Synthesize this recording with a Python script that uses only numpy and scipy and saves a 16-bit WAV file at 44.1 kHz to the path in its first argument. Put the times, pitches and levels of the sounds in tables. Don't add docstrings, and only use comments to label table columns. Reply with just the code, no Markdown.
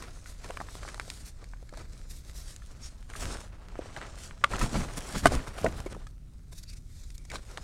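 import sys
import numpy as np
from scipy import signal
from scipy.io import wavfile
from scipy.ndimage import uniform_filter1d

SR = 44100
rng = np.random.default_rng(int(sys.argv[2]) if len(sys.argv) > 2 else 0)


def pcm_store(signal):
    levels = np.round(np.clip(np.atleast_2d(signal), -1, 1) * 32767)
    wavfile.write(sys.argv[1], SR, levels.astype(np.int16).T)


N = 336483
TIME = np.arange(N) / SR

# (f/Hz, relative density/dB per Hz)
SKIN_SPECTRUM = [(400, -22.5), (1500, -5.5), (2500, -4.5), (3200, -3), (4300, -1.5), (5000, -2),
                 (6200, -1.5), (8800, -2), (10500, -10), (13000, -19.5), (16000, -28)]


def amp(db):
    return 10 ** (np.asarray(db) / 20)


def unit(x):
    return x / np.sqrt(np.mean(x ** 2) + 1e-20)


def follow(rows, axis):
    rows = np.asarray(rows)
    return np.interp(TIME, rows[:, 0], rows[:, axis])


def add(mix, s, sound):
    part = mix[max(round(s * SR), 0):][:len(sound)]
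    part += sound[:len(part)]


def colour(x, spectrum, size=8192):
    hz, db = np.transpose(spectrum)
    bin_hz = abs(np.fft.fftfreq(size, 1 / SR)) + 1
    log_gain = np.log(amp(np.interp(np.log(bin_hz), np.log(hz), db)))
    transfer = np.exp(np.conj(signal.hilbert(log_gain)))
    response = np.fft.ifft(transfer).real[:size // 2]
    return unit(signal.oaconvolve(x, response)[:len(x)])


def waver(per_s):
    knots = rng.standard_normal(4096)
    return unit(np.interp(TIME * per_s, np.arange(len(knots)), knots))


def grains(count, per_s, spread_db):
    size = amp(spread_db * np.minimum(rng.exponential(1, count), 4.5))
    sign = rng.choice([-1., 1.], count)
    return unit(size * sign * (rng.random(count) < per_s / SR))


def struck(x, db):
    return amp(db) * x / np.sqrt(np.mean(x[:SR // 100] ** 2) + 1e-20)


def swell(middle, length):
    fall_share, shape = 0.52, 1.65
    dt = TIME - middle
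    reach = abs(dt) / (length * np.where(dt > 0, fall_share, 1 - fall_share))
    near, out = reach < 4, np.zeros(N)
    out[near] = np.exp(-reach[near] ** shape)
    return out


def handwork():
    # (t/s, crumbling drive/dB, hiss drive/dB, treble lift by fine dust/dB)
    sliding = [(0, -63.5, -61.5, 0), (.37, -61.5, -62, 1), (.6, -55.5, -57.5, 1.5), (1.2, -62, -63, 4),
               (1.33, -67, -66.5, -2.5), (1.65, -66, -68.5, 2.5), (2.3, -66.5, -67, 2),
               (2.7, -62.5, -63.5, 0.5), (3.04, -65.5, -68, 0), (3.5, -58.5, -74, 2.5),
               (3.68, -57, -71, -3.5), (3.86, -51.5, -59, -8.5), (4.42, -58, -63, -7.5),
               (4.65, -46, -51.5, 0.5), (5.87, -52.5, -62.5, 3), (6.15, -71.5, -76, 4.5),
               (7.24, -70.5, -67.5, 3), (7.63, -59.5, -59.5, -1.5)]
    # (middle t/s, length/s, crumbling drive/dB, hiss drive/dB, treble lift by fine dust/dB)
    strokes = [(0.021, 0.16, -48, -57.5, 3), (0.166, 0.043, -58, -56, -0.5), (0.293, 0.067, -58, -51, 5.5),
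               (0.463, 0.095, -49, -58, 1.5), (0.746, .09, -58.5, -54, 3), (0.877, 0.14, -51, -50.5, -6.5),
               (1.034, 0.077, -55, -59, 3), (1.137, 0.24, -61.5, -53.5, 3), (1.276, 0.047, -57, -49.5, 7),
               (1.42, 0.076, -59, -65, -11), (1.798, 0.097, -50, -59, 0), (1.968, 0.2, -58, -62.5, -1),
               (2.109, 0.028, -66, -48, 8), (2.162, 0.096, -63, -54, 7.5), (2.28, 0.071, -58, -55.5, 3.5),
               (2.388, 0.091, -58, -51.5, 8.5), (2.493, 0.11, -60.5, -50, 3), (2.708, 0.031, -57.5, -64, 2),
               (2.852, 0.084, -65, -49.5, -3), (3.107, 0.033, -49.5, -55.5, -0.5),
               (3.164, 0.028, -43.5, -55, 4.5), (3.22, 0.11, -45, -43, 5), (3.31, 0.12, -40.5, -46, -2),
               (3.414, 0.1, -53.5, -53, 0), (4.02, 0.24, -49.5, -59, -9.5), (4.231, 0.12, -56.5, -49.5, 3),
               (4.447, 0.021, -45, -59, 0), (4.538, 0.066, -35.5, -46, -0.5),
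               (4.626, 0.073, -34, -39.5, 2.5), (4.768, 0.086, -36, -43, 2.5), (4.83, 0.057, -42, -50, 3),
               (4.979, 0.019, -37.5, -36.5, 6.5), (5.096, .1, -46, -44, 2), (5.157, 0.033, -36, -40.5, 0),
               (5.188, 0.033, -48, -38.5, 2), (5.259, 0.087, -39, -46.5, 2),
               (5.342, 0.076, -34.5, -43, 2.5), (5.48, 0.024, -39, -52, 4), (5.592, 0.081, -46, -52.5, 6),
               (5.64, 0.13, -43.5, -52.5, 7), (5.784, 0.061, -46.5, -53, 6.5),
               (5.917, 0.033, -44, -53.5, -2), (6, .1, -57.5, -65.5, -2.5), (6.53, 0.019, -55.5, -53.5, 8),
               (6.581, 0.053, -72, -52.5, 8.5), (6.635, 0.016, -67, -53, 5.5),
               (6.7, 0.048, -69, -53.5, 1.5), (6.736, .015, -67.5, -50.5, 0),
               (6.772, 0.03, -73, -54.5, -1.5), (7.001, 0.21, -74, -58.5, 4), (7.152, 0.017, -67, -54, 8.5),
               (7.348, 0.073, -44, -51, -1.5), (7.53, 0.18, -54.5, -58, 1.5)]
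    crush_power = amp(follow(sliding, axis=1)) ** 2
    rub_power = amp(follow(sliding, axis=2)) ** 2
    weighted_lift = rub_power * follow(sliding, axis=3)
    for middle, length, crumble_db, hiss_db, lift_db in strokes:
        pressure = swell(middle, length)
        hiss_power = (amp(hiss_db) * pressure) ** 2
        crush_power = crush_power + (amp(crumble_db) * pressure) ** 2
        rub_power = rub_power + hiss_power
        weighted_lift = weighted_lift + lift_db * hiss_power
    return np.sqrt(crush_power), np.sqrt(rub_power), weighted_lift / rub_power


def air(crush):
    # (f/Hz, relative density/dB per Hz)
    rumble_spectrum = [(8, -12), (25, -3), (42, 0), (75, -10), (140, -17), (200, -26), (300, -42),
                       (1000, -80)]
    thud_spectrum = [(30, -12), (70, -2), (110, 1), (170, -2), (250, -3), (330, -9), (600, -28),
                     (2000, -60)]
    # (middle t/s, length/s, peak gust level/dB, peak thud level/dB)
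    shoves = [(3.275, 0.15, -37.5, -44.5), (4.455, .02, -49.5, -43), (4.545, 0.04, -31, -33),
              (4.637, 0.074, -27.5, -32.5), (4.788, 0.11, -31, -32), (4.95, 0.17, -40, -69),
              (5.166, 0.031, -29.5, -30), (5.262, 0.068, -24.5, -32), (5.347, .09, -23.5, -32),
              (5.667, 0.065, -41, -35), (5.739, 0.16, -34, -46), (5.96, .04, -49, -44.5)]
    rumble_db, thud_db = -44, -61.5
    shove_db, dig_db, shove_power = -38, -35, 1.2
    gust_power = amp(rumble_db) ** 2
    stroke_thud = amp(shove_db) * (crush / amp(dig_db)) ** shove_power
    thud_power = amp(thud_db) ** 2 + stroke_thud ** 2
    for middle, length, gust_peak_db, thud_peak_db in shoves:
        pressure = swell(middle, length)
        gust_power = gust_power + (amp(gust_peak_db) * pressure) ** 2
        thud_power = thud_power + (amp(thud_peak_db) * pressure) ** 2
    rumble = np.sqrt(gust_power) * colour(rng.standard_normal(N), rumble_spectrum)
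    thuds = colour(grains(N, per_s=900, spread_db=3.5), thud_spectrum)
    return rumble + np.sqrt(thud_power) * thuds


def self_noise():
    # (f/Hz, relative density/dB per Hz)
    noise_spectrum = [(100, 0), (2000, -2.5), (9000, -5), (16000, -9.5)]
    return amp(-76) * colour(rng.standard_normal(N), noise_spectrum)


def crumbling(crush):
    # (f/Hz, relative density/dB per Hz)
    rustle_spectrum = [(120, -25.5), (300, 3.5), (600, 6), (900, 1), (1350, 2), (2000, -7.5), (3000, -10.5),
                       (5000, -13), (9000, -24.5), (16000, -58.5)]
    rustle = colour(grains(N, per_s=2500, spread_db=2.5), rustle_spectrum)
    t = np.arange(600) / SR
    crumbs = np.zeros(N)
    for hz in np.geomspace(600, 3000, num=10):
        ring = np.sin(2 * np.pi * hz * t) * np.exp(-hz * t / 1.5)
        ringing = unit(signal.oaconvolve(grains(N, per_s=60, spread_db=2.0), ring)[:N])
        crumbs += ringing * amp(-4 * abs(np.log2(hz / 1350)))
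    clumping = amp(2.3 * waver(70))
    return crush * clumping * (amp(-2.5) * rustle + amp(-6.0) * unit(crumbs))


def chips(crush):
    # (f/Hz, relative density/dB per Hz)
    tick_spectrum = [(300, -19.5), (1400, 1), (3000, -5), (7000, -11.5), (15000, -28.5)]
    ticks = colour(grains(N, per_s=25, spread_db=5), tick_spectrum)
    return crush * amp(-13) * ticks


def skin(crush, rub, lift_db):
    grit = np.minimum(crush / rub, 1)
    drive = rng.standard_normal(N) + amp(-8) * grit * grains(N, per_s=600, spread_db=11)
    hz, t, z = signal.stft(colour(drive, SKIN_SPECTRUM), SR, nperseg=512)
    top = np.interp(hz, [8000, 12000], [0, 1])[:, None]
    across_hz = uniform_filter1d(rng.standard_normal(z.shape), size=4, axis=0)
    hollows_db = 2.2 * unit(uniform_filter1d(across_hz, size=14, axis=1))
    gain = amp(np.interp(t, TIME, lift_db) * top + hollows_db)
    hiss = unit(signal.istft(z * gain, SR, nperseg=512)[1][:N])
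    return hiss * rub * amp(1.6 * waver(110))


def spray(db, t60, count=4096):
    t = np.arange(count) / SR
    burst = amp(-60 * t / t60) * (1 - np.exp(-t / 0.00063))
    return struck(colour(rng.standard_normal(count) * burst, SKIN_SPECTRUM, size=512), db)


def snaps():
    # (t/s, ring level/dB, base f/Hz, spray level/dB, spray 60 dB decay/s)
    breaks = [(.023, -43.5, 1085, -49, 0.026), (.2587, -48.5, 1600, -68, .019),
              (0.443, -45, 1050, -50.5, 0.03), (0.5011, -38.5, 587, -62, 0.022),
              (0.5066, -39, 1120, -52, 0.0056), (.571, -37, 1290, -55, .015),
              (0.6026, -37, 900, -70, 0.0061), (0.6125, -35.5, 896, -72, 0.0099),
              (.6864, -46, 1400, -66, 0.011), (.7534, -44.5, 840, -54, 0.003),
              (0.831, -43.5, 1260, -59, 0.012), (0.8506, -43, 915, -69, .0056),
              (0.8777, -43.5, 1290, -59, 0.022), (0.8876, -43.5, 1340, -51, 0.014),
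              (0.9442, -43, 1360, -49, 0.0071), (0.978, -48, 990, -69, 0.014),
              (0.9979, -33.5, 1740, -46, 0.0052), (1.012, -50, 1230, -64, .01),
              (1.0784, -48.5, 570, -57, 0.023), (1.101, -42, 2020, -39.5, 0.0083),
              (1.4267, -53, 600, -77, 0.01), (1.442, -57, 1810, -57, 0.0058),
              (1.535, -48, 1230, -80, 0.014), (1.6268, -52, 604, -68, 0.0071),
              (1.6916, -55, 1800, -60, 0.02), (1.7256, -46.5, 650, -68, .013),
              (1.737, -46, 1010, -62, 0.016), (1.7718, -46, 716, -52.5, 0.035),
              (1.81, -48, 1060, -63, 0.031), (2.5628, -59, 2280, -48.5, 0.0044),
              (2.62, -55, 1440, -74, .036), (3.1, -49.5, 1286, -55, 0.017), (3.137, -46.5, 1650, -64, .008),
              (3.1532, -43, 1350, -73, 0.022), (3.7555, -44.5, 780, -69, 0.0015),
              (3.791, -32, 376, -64, 0.012), (3.8575, -46, 595, -72, .013), (3.9638, -40, 1710, -54, 0.021),
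              (3.9717, -40.5, 670, -52.5, .023), (4.0147, -42, 1500, -55, .0066),
              (4.027, -47, 1500, -64, 0.0065), (4.31, -47, 1640, -78, .0051),
              (4.535, -31.5, 1145, -56, 0.037), (4.612, -30, 1053, -39.5, 0.089),
              (4.7552, -36, 774, -59, 0.013), (5.2682, -25, 1290, -30.5, 0.035),
              (5.3194, -32, 605, -54, 0.024), (5.3513, -48, 900, -41, 0.01),
              (5.644, -21.5, 513, -42.5, 0.03), (5.6556, -24.5, 543, -71, 0.045),
              (5.6633, -30, 1580, -53, 0.019), (5.666, -28, 395, -65, 0.027),
              (5.8027, -44.5, 770, -50, 0.0071), (5.861, -33.5, 440, -53.5, 0.052),
              (5.9476, -47, 1040, -62, .027), (5.9656, -44, 473, -70, 0.011),
              (6.0682, -51, 1410, -56.5, 0.031), (7.1032, -58, 2142, -56.5, 0.016),
              (7.1794, -64.5, 2080, -52, 0.0099), (7.251, -60, 820, -56, 0.027),
              (7.3004, -47.5, 1970, -49.5, 0.021), (7.316, -44, 1620, -50, 0.019),
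              (7.3378, -42.5, 1180, -64, 0.0061), (7.3556, -37, 1300, -46, 0.035),
              (7.5738, -38, 1670, -49.5, 0.0064), (7.5798, -41.5, 790, -55, 0.012)]
    # (multiple of base f, relative level/dB)
    lump_modes = [(.5, -8), (.93, 2), (1.2, 0), (1.72, -2.5), (2.4, -3)]
    out, t = np.zeros(N), np.arange(4096) / SR
    for s, db, hz, spray_db, t60 in breaks:
        sharp = np.clip(1 + (spray_db - db) / 30, 0, 1)
        rise = (.75 - 0.35 * sharp) / hz
        ring = np.zeros(len(t))
        for ratio, mode_db in lump_modes:
            level = amp(mode_db - 15 * (1 - sharp) * max(ratio - 1.2, 0))
            mode_hz = hz * ratio * rng.uniform(0.97, 1.02)
            ring += level * np.sin(2 * np.pi * mode_hz * t + rng.uniform(-1.2, 1))
        ring *= amp(-60 * t / (0.7 * t60)) * (1 - np.exp(-(t / rise) ** 2))
        after = grains(len(t), per_s=2000, spread_db=0.5) * np.exp(-t / 0.0055)
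        crack = amp(-8.0) * after / (np.linalg.norm(after) + 1e-9)
        crack[0] += 1
        sign = rng.choice([-1, 1])
        add(out, s, sign * struck(signal.fftconvolve(crack, ring)[:len(t)], db))
        add(out, s, spray(spray_db, t60))
    return out


def palm(x):
    # (t/s, share 0-1)
    cupping = [(1.6, 0.25), (1.8, 0.63), (2.05, 0.47), (2.3, 0.4), (3.0, 0), (6.3, 0.11), (6.55, 0.59),
               (7.2, 0.46), (7.6, 0.23)]
    # (f/Hz, gain/dB)
    cavity = [(400, 5.5), (800, -10.5), (1350, -5), (1750, -3), (2300, 2.5), (2700, -8), (3100, -10.5),
              (3700, 3), (4600, 2.5), (5600, 3.5), (8000, 0.5), (10000, -3), (11500, 3)]
    hz, t, z = signal.stft(x, SR, nperseg=256)
    cavity_db = np.interp(hz, *np.transpose(cavity))
    share = np.interp(t, *np.transpose(cupping))
    return signal.istft(z * amp(np.outer(cavity_db, share)), SR, nperseg=256)[1][:N]


def squeak():
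    # (middle t/s, half length to 1/e/s, centre f/Hz, offset of -12 dB points/Hz, band level before fading/dB)
    slips = [(2.85, 0.033, 5500, 260, -52), (2.848, 0.027, 6560, 260, -55),
             (5.869, 0.0088, 2250, 220, -48.5), (6.637, 0.0075, 4730, 501, -57),
             (6.693, 0.017, 4680, 496, -55.5), (6.708, 0.045, 2600, 320, -63.5),
             (7.222, 0.072, 2280, 201, -72), (7.307, 0.01, 2250, 350, -47.5),
             (7.362, 0.0093, 4000, 700, -44.5)]
    out = np.zeros(N)
    t = np.arange(-SR // 8, SR // 8) / SR
    for s, length, hz, width, db in slips:
        band = [(.6 * hz, -45), (hz - width, -12), (hz, 0), (hz + width, -12), (1.5 * hz, -45)]
        breath = colour(rng.standard_normal(len(t)), band)
        add(out, s + t[0], amp(db) * breath * np.exp(-(t / length) ** 4))
    return out


def clack():
    # (t/s, ring level/dB, highest well-excited f/Hz, spray level/dB)
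    contacts = [(4.4391, -19.5, 1690, -37), (4.4426, -18.5, 3550, -40.5)]
    # (f/Hz, relative level/dB, 60 dB decay/s)
    piece_modes = [(569, -23, 0.034), (938, -15, 0.017), (1190, -2.5, .02), (1476, -0.5, 0.0083),
                   (2120, -5.5, 0.016), (2650, -5, 0.0081), (3200, -0.5, .006), (3800, -4.5, 0.0062),
                   (4478, -10, .005)]
    out, t = np.zeros(N), np.arange(4096) / SR
    for s, db, reach_hz, spray_db in contacts:
        ring = np.zeros(len(t))
        for k, (hz, mode_db, t60) in enumerate(piece_modes):
            level = amp(mode_db - 60 * t / t60) / (1 + (hz / reach_hz) ** 4)
            ring += (-1) ** k * level * np.sin(2 * np.pi * hz * t)
        add(out, s, struck(ring, db))
        add(out, s, spray(spray_db, 0.013))
    return out


def knock():
    # (f/Hz, relative level/dB, 60 dB decay/s)
    block_modes = [(285, -9, 0.061), (397, -15.5, 0.093), (680, 2.5, 0.032), (885, -7, 0.027),
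                   (1056, -6.5, 0.039), (1226, -3.5, 0.033), (1507, -4, 0.04), (2010, -6.5, 0.024),
                   (2453, -21.5, 0.04), (2910, -19, .04), (3600, -31.5, 0.034)]
    knock_s, knock_db = 5.2564, -11
    out, t = np.zeros(N), np.arange(SR // 4) / SR
    ring = np.zeros(len(t))
    for k, (hz, db, t60) in enumerate(block_modes):
        ring += (-1) ** k * amp(db - 60 * t / t60) * np.sin(2 * np.pi * hz * t)
    ring = np.tanh(struck(ring, -11.5))
    add(out, knock_s, struck(ring, knock_db))
    add(out, knock_s, spray(-28.5, 0.026))
    return out


def room(x, t60, wet_db):
    t = np.arange(SR // 2) / SR
    tail = grains(len(t), per_s=4100, spread_db=-7.0) * amp(-60 * t / t60) * (t > .003)
    return x + amp(wet_db) * signal.fftconvolve(x, tail / np.linalg.norm(tail))[:N]


def scene():
    crush, rub, lift_db = handwork()
    impacts = snaps() + clack() + knock()
    powder = crumbling(crush) + chips(crush) + skin(crush, rub, lift_db)
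    chalk = palm(impacts + powder + squeak())
    hiss = self_noise()
    return (room(chalk, t60=0.09, wet_db=-23) + air(crush) + hiss)[None]


def record(dry):
    low_pass = signal.firwin(511, 15950, window=("kaiser", 9), fs=SR)
    return signal.oaconvolve(dry, low_pass[None], "same")


dry = scene()
out = record(dry)
pcm_store(out)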